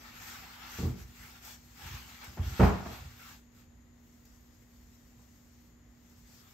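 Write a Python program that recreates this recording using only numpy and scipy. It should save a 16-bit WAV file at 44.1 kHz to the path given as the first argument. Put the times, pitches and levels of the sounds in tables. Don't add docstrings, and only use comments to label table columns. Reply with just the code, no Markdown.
import sys
import numpy as np
from scipy import signal
from scipy.fft import rfft, irfft, next_fast_len
from scipy.io import wavfile
from scipy.ndimage import uniform_filter1d, map_coordinates

SR = 44100
rng = np.random.default_rng(int(sys.argv[2]) if len(sys.argv) > 2 else 0)


def dump(signal):
    limited = np.clip(np.atleast_2d(signal).T, -1, 1)
    pcm = np.round(limited * 32767).astype(np.int16)
    wavfile.write(sys.argv[1], SR, pcm)


N = 288325

# frequency in Hz, relative level in dB.
AIR_COLOUR = [(20, -8), (40, 2.5), (60, 3), (100, 0), (150, -7), (270, -9), (400, -15.5), (600, -20),
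              (1200, -23), (3000, -29.5), (6000, -35.5), (10000, -44), (12500, -33.5), (15700, -54)]
# frequency in Hz, level in dB rms before drift.
HUM_TONES = [(59.3, -67.5), (239.5, -64), (242.0, -86.5)]
# centre in Hz, width to 1/e in Hz, level in dB rms before the left/right gains.
HISS_BANDS = [(1930, 320, -80), (6850, 530, -75.5)]

# frequency in Hz, relative level in dB.
RUB_COLOUR = [(150, 0), (450, -10), (660, -8), (830, 2), (980, -2), (1350, 3.5), (1700, 0.5), (2100, 0),
              (3200, -3.5), (5000, -8), (10000, -46)]
# frequency in Hz, relative level in dB.
FIZZ_COLOUR = [(1000, -6.5), (2500, -3), (4000, -2.5), (5400, 1.5), (7500, 2), (10000, -11), (12200, 1),
               (14000, -3), (15700, -2)]
# time in seconds, amount of motion in dB.
BODY_MOTION = [(0, -2), (.6, 0), (1.08, -6), (1.36, -3.5), (1.65, -8), (1.85, -2.5), (2.8, -2),
               (3.36, -4.5), (3.49, -24), (3.93, -25), (4.07, -13), (5.66, -12), (5.82, -25), (6.06, -12),
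               (6.53, -6)]
# fastest point in seconds, length in seconds,
# rub on the mat in dB, fizz of the shirt in dB.
LIMB_STROKES = [(0.302, 0.33, -53.5, -51), (0.788, 0.32, -50, -49), (1.009, 0.12, -55.5, -56.5),
                (1.245, 0.27, -59, -56.5), (1.495, 0.18, -56, -50), (1.91, 0.36, -48.5, -52),
                (2.123, 0.17, -54.5, -59), (2.242, 0.13, -50.5, -59.5), (2.528, 0.28, -49.5, -51.5),
                (2.635, 0.19, -45.5, -49), (2.933, 0.23, -53, -54.5), (3.274, 0.27, -55.5, -56.5),
                (3.59, 0.18, -67, -67), (4.662, 0.088, -89, -81), (4.94, 0.16, -93, -72),
                (5.23, 0.099, -88, -67), (6.35, 0.21, -94, -61.5)]
RUB_DB, FIZZ_DB = -50, -56.5
RUB_GROWTH = 2.42
STROKE_SHAPE = 1.08

# frequency in Hz, relative level in dB, t60 in seconds.
FLOOR_MODES = [(62.7, -10.5, 0.43), (69, -5.5, 0.096), (82.2, 3.5, 0.15), (122.5, -10, 0.42)]
# frequency in Hz, relative level in dB, t60 in seconds.
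KNOCK_MODES = [(118, -13.5, 0.26), (167, -10, 0.069), (188.5, 2.5, 0.11), (235.4, -3.5, 0.15),
               (299.5, -0.5, 0.088), (341.4, -5.5, 0.18), (366.5, -1, 0.072), (409, -8, 0.2),
               (442, -3.5, 0.092)]
# frequency in Hz, relative level in dB.
SLAP_COLOUR = [(200, 3.5), (420, -1.5), (540, -2), (700, 1), (830, -0.5), (960, -2.5), (1300, -6),
               (1700, -12.5), (2400, -16.5), (3500, -28), (6000, -34), (9000, -39), (16000, -66)]
# start in seconds, floor boom in dB before the mix trim,
# hardness as knock over boom in dB before the trims.
FLOOR_BUMPS = [(0.787, -35, 4), (0.827, -31.5, 3), (0.850, -28, -1.5), (0.906, -31.5, -13.5),
               (1.008, -42.5, -39), (1.198, -53, -10), (1.832, -47.5, -5.5), (1.855, -44, -43),
               (1.910, -41.5, -38), (1.941, -38, -20), (2.395, -25, -23), (2.462, -30.5, -17),
               (2.515, -34.5, -11.5), (3.002, -44.5, -21), (3.055, -41, -37)]
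# start in seconds, then floor boom,
# knock and slap, each in dB before the mix trim.
FLAT_CONTACTS = [(2.278, -45.5, -52, -59), (2.37, -53, -42, -43), (2.595, -24, -15.5, -20.5),
                 (2.6265, -15.5, -17.5, -23.5), (2.851, -71, -48, -38.5), (5.187, -86, -65, -65.5),
                 (6.285, -63, -76, -66)]
BUMP_SLAP_DB = -18.5
BOOM_TRIM_DB, KNOCK_TRIM_DB, SLAP_TRIM_DB = -2.5, -6, -2.0

# start in seconds, starting level in dB rms.
SKIN_TICKS = [(1.449, -45), (2.244, -46), (3.549, -64), (4.253, -56.5), (6.097, -62)]

# frequency in Hz, t60 in seconds.
ROOM_DECAY = [(60, 0.78), (250, 0.38), (800, 0.52), (2500, 0.56), (6000, 0.75), (15000, 0.12)]
# frequency in Hz, left-right correlation.
MIC_LIKENESS = [(60, .97), (130, .92), (250, .65), (500, .3), (1200, .2), (4000, .15), (8500, 0),
                (9400, -.98), (10600, -.98), (11400, .2), (13000, .97), (14200, .97), (15600, 0)]
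# frequency in Hz, left over right in dB.
MIC_BALANCE = [(60, -1.2), (140, -.7), (300, -1.6), (700, -.3), (2800, .3), (4200, 5), (5800, 7.5),
               (7200, 4), (9000, 0)]
LOW_HZ, TOP_HZ = 47.7, 15719


def amp(db):
    return 10 ** (np.asarray(db) / 20)


def unit(x):
    return x / np.sqrt(np.mean(x ** 2) + 1e-20)


def along(points, hz):
    f, v = np.transpose(points)
    return np.interp(np.log(hz + 1), np.log(f + 1), v)


def curve(rows):
    return np.interp(np.arange(N) / SR, *np.transpose(rows))


def wobble(rate):
    knots = rng.standard_normal(int(N * rate / SR) + 4)
    return map_coordinates(knots, [np.arange(N) * rate / SR])


def filtered(x, response):
    n = x.shape[-1]
    m = next_fast_len(n + 8192)
    spectrum = rfft(x, m) * response(np.fft.rfftfreq(m, 1 / SR))
    return irfft(spectrum, m)[..., :n]


def coloured(x, colour):
    return unit(filtered(x, lambda hz: amp(along(colour, hz))))


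def room_tail():
    hz, t, grid = signal.stft(rng.standard_normal((2, SR)), SR, nperseg=256)
    fade = amp(-60 * t / along(ROOM_DECAY, hz)[:, None])
    tail = signal.istft(grid * fade, SR, nperseg=256)[1][:, :SR]
    return tail / np.linalg.norm(tail[0])


def in_room(x, wet_db):
    answer = amp(wet_db) * signal.fftconvolve(x[None], room_tail(), axes=1)[:, :len(x)]
    return answer + np.array([x, np.zeros_like(x)])


def air_conditioning():
    t = np.arange(N) / SR
    air = amp(-59.5) * coloured(rng.standard_normal((2, N)), AIR_COLOUR)
    hum = np.zeros(N)
    for hz, db in HUM_TONES:
        drift = amp(.6 * wobble(5)) * np.exp(.2j * wobble(3))
        tone = (drift * np.exp(2j * np.pi * hz * t)).real
        hum += amp(db) * np.sqrt(2) * tone
    return air + np.array([hum, np.zeros(N)])


def hiss():
    out = np.zeros(N)
    for centre_hz, width_hz, db in HISS_BANDS:
        band = filtered(rng.standard_normal(N), lambda hz: np.exp(-((hz - centre_hz) / width_hz) ** 2))
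        out += amp(db) * unit(band)
    return out


def friction(colour, grain_rate, grain_db, patchy_db):
    grid = signal.stft(rng.standard_normal((2, N)), nperseg=512)[2]
    patches = uniform_filter1d(rng.standard_normal(grid.shape[1:]), size=4, axis=0)
    patches = uniform_filter1d(patches, size=12, axis=1)
    rush = signal.istft(grid * amp(patchy_db * unit(patches)), nperseg=512)[1][:, :N]
    catches = (rng.random(N) < grain_rate / SR) * rng.standard_normal(N)
    grains = unit(in_room(catches, wet_db=20))
    return coloured(unit(rush) + amp(grain_db) * grains, colour)


def stroke(middle, length):
    phase = np.clip((np.arange(N) / SR - middle) / length, -.5, .5)
    return np.abs(np.cos(np.pi * phase)) ** STROKE_SHAPE


def rustle():
    motion_db = curve(BODY_MOTION)
    rub = amp(RUB_DB + RUB_GROWTH * motion_db)
    fizz = amp(FIZZ_DB + motion_db)
    for middle, length, rub_db, fizz_db in LIMB_STROKES:
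        arch = stroke(middle, length)
        rub = np.hypot(rub, amp(rub_db) * arch)
        fizz = np.hypot(fizz, amp(fizz_db) * arch)
    uneven = amp(.7 * wobble(35))
    mat = rub * friction(RUB_COLOUR, grain_rate=240, grain_db=-2.0, patchy_db=4.0)
    shirt = fizz * friction(FIZZ_COLOUR, grain_rate=650, grain_db=-11.5, patchy_db=2.9)
    return uneven * (mat + shirt)


def early_rms(x):
    return np.sqrt(np.mean(x[:int(.03 * SR)] ** 2))


def ring(modes, t, attack, scatter_db):
    waves = np.zeros(len(t))
    for hz, db, t60 in modes:
        struck_db = db + scatter_db * rng.standard_normal()
        waves += amp(struck_db - 60 * t / t60) * np.sin(2 * np.pi * hz * t)
    waves *= 1 - np.exp(-t / attack)
    return waves / early_rms(waves)


def slap(t, attack, t60, build, wet_db):
    puff = rng.standard_normal(SR) * (1 - np.exp(-t / attack)) * amp(-60 * t / t60)
    pair = amp(wet_db) * room_tail() * (1 - np.exp(-t / build))
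    pair[0] += puff / np.linalg.norm(puff)
    pair = coloured(pair, SLAP_COLOUR)
    return pair / early_rms(pair[0])


def blows():
    out, t = np.zeros((2, N + SR)), np.arange(SR) / SR
    bumps = []
    for start, boom_db, hard_db in FLOOR_BUMPS:
        knock_db = boom_db + hard_db
        bumps.append((start, boom_db, knock_db, knock_db + BUMP_SLAP_DB))
    for start, boom_db, knock_db, slap_db in bumps + FLAT_CONTACTS:
        tilt_db = 0.18 * (knock_db + 13)
        stirred = [(hz, db + tilt_db * np.log2(hz), t60) for hz, db, t60 in KNOCK_MODES]
        boom = in_room(ring(FLOOR_MODES, t, attack=0.0025, scatter_db=3.0), wet_db=-12)
        knock = in_room(ring(stirred, t, attack=0.0063, scatter_db=1.2), wet_db=-4.5)
        puff = slap(t, attack=0.013, t60=0.072, build=0.008, wet_db=2.0)
        blow = amp(boom_db + BOOM_TRIM_DB) * boom
        blow += amp(knock_db + KNOCK_TRIM_DB) * knock
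        blow += amp(slap_db + SLAP_TRIM_DB) * puff
        out[:, round(start * SR):][:, :SR] += blow
    return out[:, :N]


def ticks():
    out, t = np.zeros(N + SR), np.arange(SR) / SR
    for start, db in SKIN_TICKS:
        snap = coloured(rng.standard_normal(SR), FIZZ_COLOUR)
        out[round(start * SR):][:SR] += amp(db - 60 * t / 0.043) * snap
    return in_room(out[:N], wet_db=0.5)


def microphones(pair):
    def shares(hz):
        angle = np.arccos(np.clip(along(MIC_LIKENESS, hz), -1, 1)) / 2
        return np.array([np.cos(angle), np.sin(angle)])

    mid, side = filtered(pair, shares)
    left_right = np.array([mid + side, mid - side])
    return filtered(left_right, lambda hz: amp(np.outer([.5, -.5], along(MIC_BALANCE, hz))))


def scene():
    heard = microphones(air_conditioning() + rustle() + blows() + ticks())
    return heard + hiss() * amp([[3], [-14]])


def record(dry):
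    low_cut = signal.butter(4, LOW_HZ, "highpass", fs=SR, output="sos")
    return filtered(signal.sosfilt(low_cut, dry), lambda hz: hz < TOP_HZ)


dry = scene()
out = record(dry)
dump(out)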